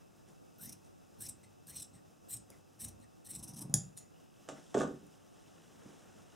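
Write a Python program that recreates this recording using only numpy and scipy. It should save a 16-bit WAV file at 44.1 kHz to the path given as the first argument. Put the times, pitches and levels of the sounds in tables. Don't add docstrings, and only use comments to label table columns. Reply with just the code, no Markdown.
import sys
import numpy as np
from scipy import signal
from scipy.fft import rfft, irfft
from scipy.io import wavfile
from scipy.ndimage import uniform_filter1d

SR = 44100
rng = np.random.default_rng(int(sys.argv[2]) if len(sys.argv) > 2 else 0)


def unload_audio(sound):
    columns = np.transpose(np.atleast_2d(sound))
    steps = np.round(np.clip(columns, -1, 1) * 32767)
    wavfile.write(sys.argv[1], SR, steps.astype(np.int16))


N = 280035
T = np.arange(N) / SR


def amp(db):
    return 10 ** (np.asarray(db) / 20)

def unit_rms(x):
    return x / np.sqrt(np.mean(x ** 2) + 1e-20)

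def curve_at(points, hz):
    f, value = np.transpose(points)
    return np.interp(np.log(hz + 1), np.log(f + 1), value)

def add(mix, start, sound):
    part = mix[round(start * SR):][:len(sound)]
    part += sound[:len(part)]

def resonate(x, hz, width):
    carrier = np.exp(2j * np.pi * np.cumsum(hz * np.ones(len(x))) / SR)
    pole = np.exp(-np.pi * abs(width) / SR)
    return 2 * (carrier * signal.lfilter([1 - pole], [1, -pole], x / carrier)).real

def steep(x, hz, width):
    return resonate(resonate(x, hz, width), hz, width)

def rings(x, bands, tune=0.97):
    return sum(amp(db) * np.sqrt(SR / (np.pi * abs(width))) * steep(x, hz * tune, width)
               for hz, width, db in bands)

def struck(modes, length, detune, count):
    t, out = np.arange(round(length * SR)) / SR, 0
    for hz, db, t60 in modes:
        cluster = hz * (1 + detune * rng.standard_normal((count, 1)))
        sign = rng.choice([-1., 1.], (count, 1))
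        out = out + amp(db - 60 * t / abs(t60)) * (sign * np.sin(2 * np.pi * cluster * t)).sum(0)
    return out / np.sqrt(count)

def equalised(x, curve):
    gain = amp(curve_at(curve, np.fft.rfftfreq(len(x), 1 / SR)))
    return unit_rms(irfft(rfft(x) * gain, len(x)))

def wobble(size):
    return unit_rms(uniform_filter1d(rng.standard_normal(N), size))

def grainy(spread_db, size):
    return unit_rms(rng.standard_normal(N) * amp(spread_db * wobble(size)))


# f/Hz, level/dB
AIR_MID_EQ = [(15, -36), (25, -21), (70, -7.5), (179, -2), (235, -5.5), (403, -8.5), (981, -14),
              (1360, -16.5), (2090, -25), (2590, -21), (3130, -23), (4950, -18), (15800, -33)]
AIR_SIDE_EQ = [(15, -32), (25, -18), (161, -2.5), (200, -13), (241, -4), (557, -11), (620, -11),
               (955, -19.5), (1220, -19), (1930, -37.5), (15800, -43)]
# f/Hz, width/Hz, level/dB
HUM_TONES = [(47, 6.9, -84), (100.2, 4.7, -74), (175.6, 25.5, -82.5), (766, 63, -79.5), (2722, 80, -81.5),
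             (5220, 130, -81.5)]
# t/s, level/dB
BUZZ_FADER = [(0, -88.5), (4.1, -90), (4.15, -77.5), (5.0, -83), (5.7, -76), (5.85, -82), (6.35, -77)]

def room_tone():
    mid = amp(-66) * equalised(grainy(1.0, size=3000), AIR_MID_EQ)
    mid += rings(rng.standard_normal(N), HUM_TONES)
    side = amp(-61) * equalised(grainy(1.6, size=3000), AIR_SIDE_EQ)
    gate = np.exp(-(T * 50 % 1) / .25)
    buzz = unit_rms(resonate(gate * rng.standard_normal(N), hz=2900, width=255))
    mid += amp(np.interp(T, *np.transpose(BUZZ_FADER))) * buzz
    return mid + side * np.array([[1], [-1]])


# t/s, hiss level/dB, body level/dB
RUSTLE_FADERS = [(0, -88, -76), (0.2, -90, -73.5), (0.26, -93, -82), (0.286, -68, -64), (0.33, -90, -83),
                 (0.5, -95, -91), (4.3, -92, -79.5), (4.42, -73.5, -75), (4.579, -65.5, -58.5),
                 (4.68, -67, -71), (4.73, -66.5, -63), (5.08, -76.5, -71.5), (5.14, -70.5, -68),
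                 (5.25, -77, -73), (5.37, -71, -69.5), (5.75, -71.5, -66.5), (5.81, -70, -65.5),
                 (5.89, -66, -62.5), (6.08, -70.5, -65.5), (6.35, -70, -65)]
# f/Hz, level/dB
HISS_EQ = [(2000, -31), (3000, 0.5), (5500, 1.5), (7500, -2), (10000, -8), (15000, -29)]
BODY_EQ = [(80, -29), (150, 5), (400, 0.5), (1300, -5), (2500, -12.5), (4000, -39)]

def cloth_rustle():
    times, *levels = np.transpose(RUSTLE_FADERS)
    hiss, body = (uniform_filter1d(amp(np.interp(T, times, db)), size=800) for db in levels)
    mid = hiss * equalised(grainy(1.1, size=200), HISS_EQ)
    mid += body * equalised(grainy(1.64, size=800), BODY_EQ)
    side = amp(-21) * hiss * equalised(grainy(1.5, size=200), HISS_EQ)
    side += amp(-8.5) * body * equalised(grainy(1.5, size=800), BODY_EQ)
    return mid + side * np.array([[1], [-1]])


# t/s, level/dB, thump level/dB, ring trim/dB, top band trim/dB, upper table mode trim/dB
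TICKS = [(0.286, -57.5, -59, -9, -28, -8), (0.6958, -40, -55, -20, -15, -12),
         (1.294, -44, -61, -11, -13, -12), (1.67, -48, -59, -5, 0, -12),
         (2.3387, -41.5, -68, -2.5, -16, -8), (2.5021, -38.5, -65.5, -25, -14, 13),
         (2.8491, -32, -48.5, -16, -20, -12), (3.0007, -57, -54.5, -8, -21, -12),
         (3.6965, -51.5, -41.5, -7, -24, -15), (3.7401, -7, -23.5, -16.5, -26, -13.5),
         (3.975, -35, -68, -6.5, -27, -3), (5.0664, -52.5, -60, -14.5, -14, -12)]
# f/Hz, width/Hz, level/dB
SNAP_BANDS = [(1800, 890, -21.5), (3750, 760, -18.5), (5200, 610, -6.5), (5960, 800, -10), (7100, 790, -6),
              (9060, 820, -7.5), (10800, 990, -6)]
TOP_RING = [(12230, 1300, -0.5), (12580, 390, -4.5), (13800, 1800, -18), (15000, 440, -8)]
# f/Hz, level/dB, t60/s
STEEL_MODES = [(1750, -32, 0.026), (3530, -43, 0.061), (4870, -27, 0.083), (5290, -20, .1),
               (5680, -13.5, 0.042), (6930, -15, 0.057), (6700, -22, 0.22), (7100, -13.5, 0.22),
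               (6890, -17.5, 0.24), (9130, -23.5, 0.033), (9360, -2, 0.025), (10000, -33.5, 0.061),
               (10600, -18.5, 0.21), (10300, -38, 0.53), (12320, -18, 0.063), (11500, -32, 0.04)]
# f/Hz, width/Hz, level/dB
TABLE_DEEP = [(76, 20, -8), (106.4, 28, -0.5)]
TABLE_BODY = [(148.5, 34, 4.5), (182.5, 44.3, 8.5), (222.2, 67, 1), (279, 60, -3.5), (820, 170, -30)]
TABLE_UPPER = [(402, 105, -0.5), (511, 140, 0), (641, 87, -1.5), (796, 130, 2.5), (920, 157, 2.5)]

def steel_ticks():
    out, t = np.zeros(N), np.arange(round(.4 * SR)) / SR
    low_modes = [(hz, db, 4.1 / width) for hz, width, db in TABLE_BODY + TABLE_DEEP]
    upper_modes = [(hz, db, 10.0 / width) for hz, width, db in TABLE_UPPER]
    low_cut = signal.butter(4, 80, "high", fs=SR)
    attack = 1 - np.exp(-t / 0.00035)
    for start, db, thump_db, ring_db, top_db, upper_db in TICKS:
        burst = rng.standard_normal(len(t)) * amp(-60 * t / 0.013)
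        crack = amp(-4.5) * rings(burst, SNAP_BANDS) + amp(top_db) * rings(burst, TOP_RING)
        thump = struck(low_modes, .4, detune=0.044, count=1)
        thump += amp(upper_db) * struck(upper_modes, .4, detune=0.049, count=3)
        thump = signal.lfilter(*low_cut, thump * attack)
        ring = struck(STEEL_MODES, .4, detune=0.022, count=12)
        add(out, start, amp(db) * (crack + amp(ring_db) * ring) + amp(thump_db - 11.5) * thump)
    return out


# deep trim/dB, low trim/dB, tilt from lower to upper main ring/dB, top trim/dB
STROKES = [(0.571, 0.19, 1300, 2900, -71, -16.5, 0.5, 5.5, -2),
           (0.84, .04, 2100, 1900, -82, -25, -12, -3, -11),
           (1.194, 0.098, 1390, 2740, -69, -15, -1, 1.5, -8),
           (1.43, 0.026, 2100, 2000, -69, -15, -9, -10, -14),
           (1.669, 0.13, 1510, 3170, -69.5, -10.5, -4, -3.5, -5),
           (1.94, 0.067, 2050, 1800, -76, -13, -10, -14, -15),
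           (2.294, 0.074, 1720, 2680, -72.5, -13.5, -6.5, -4.5, -4),
           (2.514, 0.041, 2270, 1810, -69.5, -13, -5, 3, -12),
           (2.793, 0.09, 1740, 2370, -72, -12.5, -0.5, -1.5, -8),
           (3.027, 0.031, 1980, 1800, -72.5, -10.5, -10, -5, -15),
           (3.259, 0.12, 1730, 2680, -72, -13, -3, -3, -12),
           (3.402, 0.25, 2670, 3000, -80, -16, -4.5, 4.5, -18),
           (3.98, 0.1, 2130, 1910, -81, -10, -5, -2, -18)]

def gap_hz(from_hz, to_hz, progress):
    return from_hz + (to_hz - from_hz) * np.clip(progress, 0, 1) ** 1.28

def gap_whistle():
    out, clear_hz = np.zeros(N), 1560
    for start, length, from_hz, to_hz, db, *_ in STROKES:
        progress = np.linspace(0, 1, round(length * SR))
        size, hz = len(progress), gap_hz(from_hz, to_hz, progress)
        tone, breath = (unit_rms(steep(rng.standard_normal(size), hz, width)) for width in (160, 600))
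        blur = np.clip(np.log2(hz / clear_hz) / 0.7, 0, 1)
        whistle = unit_rms(np.sqrt(1 - blur) * tone + np.sqrt(blur) * breath)
        add(out, start, amp(db - 3.0 * progress) * whistle * signal.windows.tukey(size, .3))
    return out


# t/s, length/s, start level/dB, end level/dB
SLIPS = [(0.577, 0.029, -72, -67), (0.601, 0.036, -61, -54), (0.631, 0.038, -55.5, -58),
         (0.656, 0.048, -68, -62), (0.687, 0.0083, -65, -47.5), (0.719, 0.012, -52, -54.5),
         (0.836, 0.043, -79, -81), (1.18, 0.021, -74, -67), (1.2, 0.03, -53, -45.5),
         (1.225, 0.047, -56, -52), (1.253, 0.018, -73, -48), (1.283, 0.015, -45.5, -44),
         (1.428, 0.024, -69, -74), (1.663, 0.031, -66, -60), (1.69, 0.026, -52, -59),
         (1.72, 0.032, -68, -60.5), (1.751, 0.019, -47.5, -50), (1.767, 0.027, -56, -62),
         (1.793, 0.018, -45, -58), (1.817, 0.013, -44, -50), (1.835, 0.014, -64, -66),
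         (1.926, 0.043, -75, -73.5), (2.279, 0.02, -67, -59), (2.292, 0.043, -51, -52),
         (2.325, 0.023, -50, -44.5), (2.362, 0.011, -43.5, -58), (2.787, 0.036, -59, -46),
         (2.817, 0.029, -59, -44.5), (2.839, 0.0094, -63, -29.5), (2.86, 0.022, -70, -73),
         (2.878, 0.012, -53, -51), (3.007, 0.038, -74, -76), (3.242, 0.034, -61, -53),
         (3.284, 0.035, -54.5, -46.5), (3.32, 0.025, -59, -54), (3.345, 0.021, -46, -53),
         (3.372, 0.03, -75, -51.5), (3.423, 0.028, -50.5, -53.5), (3.471, 0.027, -57.5, -52.5),
         (3.499, 0.022, -70, -67), (3.531, 0.019, -62, -63), (3.556, 0.025, -58, -54),
         (3.579, 0.016, -56, -48.5), (3.605, 0.022, -52, -48), (3.962, 0.029, -58.5, -57),
         (3.996, 0.038, -74, -82)]

def slip_envelopes():
    envelopes, stroke_starts = np.zeros((5, N)), np.transpose(STROKES)[0]
    half_shut_hz, usual_slip_db = 2040, -57
    for start, length, start_db, end_db in SLIPS:
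        middle = start + length / 2
        stroke = STROKES[max(np.searchsorted(stroke_starts, middle + .02) - 1, 0)]
        begun, lasting, from_hz, to_hz, _, deep_db, low_db, tilt_db, top_db = stroke
        octaves = np.log2(gap_hz(from_hz, to_hz, (middle - begun) / lasting) / half_shut_hz)
        low_db += 12.5 * octaves
        top_db -= 13 * octaves
        accent_db = (start_db + end_db) / 2 - usual_slip_db
        deep_db -= 0.54 * accent_db
        low_db -= 0.63 * accent_db
        size = max(round(length * SR), 80)
        shape = amp(np.linspace(start_db, end_db, size)) * signal.windows.tukey(size, .35)
        for envelope, db in zip(envelopes, (deep_db, low_db, -tilt_db / 2, tilt_db / 2, top_db)):
            add(envelope, start, shape * amp(db))
    release = np.exp(-1 / (0.0038 * SR))
    envelopes = signal.lfilter([1 - release], [1, -release], envelopes)
    drag = amp(-16) * uniform_filter1d(envelopes, round(.03 * SR))
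    swell_db = 1.9 * np.array([wobble(size=500) for _ in envelopes])
    return (envelopes + drag) * amp(swell_db)


# f/Hz, width/Hz, level/dB
DEEP_RING = [(3120, 730, -8.5), (3900, 700, 2), (4213, 360, 8)]
LOW_RING = [(5140, 740, -19), (5720, 1010, -1), (6360, 1350, -6)]
LOWER_MAIN_RING = [(8350, 450, -6.5), (8410, 1540, -0.5)]
UPPER_MAIN_RING = [(9520, 1160, 1), (10540, 1600, -5.5), (11560, 780, -11)]
# f/Hz, level/dB
CRACK_EQ = [(1200, -28.5), (2200, -0.5), (3500, 2.5), (5500, 2), (7500, 3.5), (10000, -10.5), (15000, -43)]

def blade_cuts():
    envelopes, threads = slip_envelopes(), grainy(1.8, size=40)
    tune = 1 + .012 * unit_rms(uniform_filter1d(wobble(size=1200), size=1200))
    banks = DEEP_RING, LOW_RING, LOWER_MAIN_RING, UPPER_MAIN_RING, TOP_RING
    steel = sum(rings(envelope * threads, bank, tune) for envelope, bank in zip(envelopes, banks))
    tearing = amp(-35) * envelopes.sum(0) * equalised(threads, CRACK_EQ)
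    return steel + tearing


# fully built at t/s, hold/s, level/dB, deep mode trim/dB
PRESSES = [(0.644, 0.039, -56, -4.5), (0.88, .005, -72, -10), (1.228, 0.079, -59.5, -2),
           (1.444, 0.067, -69.5, -4), (1.708, 0.0055, -63.5, -4), (1.788, 0.012, -64.5, 0),
           (1.95, .005, -59.5, -5), (2.35, 0.0045, -57.5, 1), (2.51, .005, -68.5, -1.5),
           (2.84, 0.045, -55, 1.5), (3.035, 0.0046, -66.5, 2.5), (3.33, 0.092, -54, -2.5),
           (3.486, 0.015, -52, -14), (3.621, .005, -44, -27), (3.74, .005, -47, -12)]

def table_thrum():
    attack_db_per_s, release_db_per_s = 222, 193.5
    pushes, out = grainy(1.57, size=600), 0
    body, deep, upper = (unit_rms(rings(pushes, m)) for m in (TABLE_BODY, TABLE_DEEP, TABLE_UPPER))
    for built, hold, db, deep_db in PRESSES:
        before, after = np.maximum(built - T, 0), np.maximum(T - built - hold, 0)
        envelope = amp(db - attack_db_per_s * before - release_db_per_s * after)
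        out = out + envelope * (body + amp(deep_db) * deep + amp(-16) * upper)
    return out


# t/s, level/dB, rattle trim/dB, centre f/Hz
KNOCKS = [(4.478, -47, -22, 680), (4.488, -30, -9.5, 650), (4.497, -36, -21, 563), (4.519, -37.5, -25, 324),
          (4.744, -24.5, -16, 880), (4.748, -16, -28, 398), (4.763, -23, -31, 372), (4.771, -18, -29, 385),
          (4.779, -24, -17, 386), (4.789, -32.5, -8.5, 400), (4.8, -22, -17.5, 334),
          (4.807, -24.5, -19, 1200), (4.815, -21, -17, 420), (4.833, -23.5, -23, 450),
          (4.848, -26.5, -37, 297), (4.875, -35, -18, 447), (4.912, -34.5, -27, 263), (5.03, -49, -29, 286),
          (5.858, -44.5, -24, 250), (5.89, -48, -24, 303), (6.21, -60, -15, 203)]
# f/Hz, level/dB, t60/s
WOOD_MODES = [(100, -14, 0.1), (143.7, 1, 0.25), (195, 1, 0.16), (231.6, -2, 0.12), (285, -2.5, 0.2),
              (321, -4.5, 0.067), (382.5, -2.5, 0.14), (459.4, -9.5, 0.15), (532, 2.5, 0.033),
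              (624, 1, 0.037), (720, -6, 0.054), (774, -10.5, 0.11), (877, 2, 0.02), (1110, 1, 0.032),
              (1212, 0.5, 0.033), (1416, -6.5, 0.087), (1473, -12.5, 0.19), (1580, 2.5, 0.022),
              (1795, -0.5, 0.028), (2110, -24, .05), (2590, -3, 0.017)]

def wood_knocks():
    out, t = np.zeros(N), np.arange(round(.3 * SR)) / SR
    above_db_per_octave, below_db_per_octave = 9.5, 13.5
    attack = 1 - np.exp(-t / 0.00059)
    rattle_decay = amp(1.0 - 60 * t / 0.0096) + amp(-60 * t / 0.097)
    for start, db, rattle_db, centre_hz in KNOCKS:
        modes = []
        for hz, mode_db, t60 in WOOD_MODES:
            rolloff = above_db_per_octave if hz > centre_hz else below_db_per_octave
            modes.append((hz, mode_db - rolloff * abs(np.log2(hz / centre_hz)), t60))
        rattle = amp(rattle_db - 8.0) * rattle_decay * equalised(rng.standard_normal(len(t)), CRACK_EQ)
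        knock = amp(-7) * attack * struck(modes, .3, detune=0.0131, count=1)
        add(out, start, amp(db) * (knock + rattle))
    return out


# f/Hz, t60/s
REVERB_DECAY = [(100, 0.51), (300, 0.33), (1000, 0.3), (3000, 0.28), (8000, 0.21), (12000, 0.12),
                (15000, 0.11)]
# f/Hz, level/dB
REVERB_WIDTH = [(60, -3.5), (200, -20), (500, -10), (1000, 1.5), (2000, -4), (5000, -19), (12000, 0.5)]

def reverb(x):
    size, slot = SR // 2, 20
    taps = np.zeros((2, size))
    at = np.arange(200, size - slot, slot) + rng.integers(0, slot, (2, (size - 201) // slot))
    np.put_along_axis(taps, at, rng.choice([-1., 1.], at.shape), 1)
    hz, t, spectra = signal.stft(taps, SR, nperseg=512)
    spectra[1] *= amp(curve_at(REVERB_WIDTH, hz))[:, None]
    decay = amp(-60 * t / curve_at(REVERB_DECAY, hz)[:, None])
    mid, side = signal.istft(spectra * decay, SR, nperseg=512)[1]
    impulse = np.array([mid + side, mid - side]) / np.linalg.norm(mid)
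    return signal.fftconvolve(x[None], impulse, axes=1)[:, :N]


def scene():
    cuts = blade_cuts() + gap_whistle()
    ticks, thrum, knocks = steel_ticks(), table_thrum(), wood_knocks()
    direct = (cuts + ticks) * amp([[.4], [-.4]]) + thrum + knocks * amp([[-1.2], [1.2]])
    send = amp(-10.5) * (cuts + thrum) + amp(-8.5) * ticks + amp(-7.0) * knocks
    return direct + reverb(send) + cloth_rustle() + room_tone()


# f/Hz, width/Hz, level/dB
HOUSING_NOTCHES = [(996, 72, -13), (2250, 530, -2), (4460, 1610, -10), (10860, 1200, -1)]

def record(dry):
    sound = signal.lfilter(*signal.butter(1, 40, "high", fs=SR), dry)
    for hz, width, db in HOUSING_NOTCHES:
        band = signal.lfilter(*signal.iirpeak(hz, hz / abs(width), SR), sound)
        sound = sound - (1 - amp(db)) * band
    high_cut = signal.firwin(511, cutoff=15900, window=("kaiser", 9), fs=SR)
    return signal.oaconvolve(sound, high_cut[None], "same")


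dry = scene()
out = record(dry)
unload_audio(out)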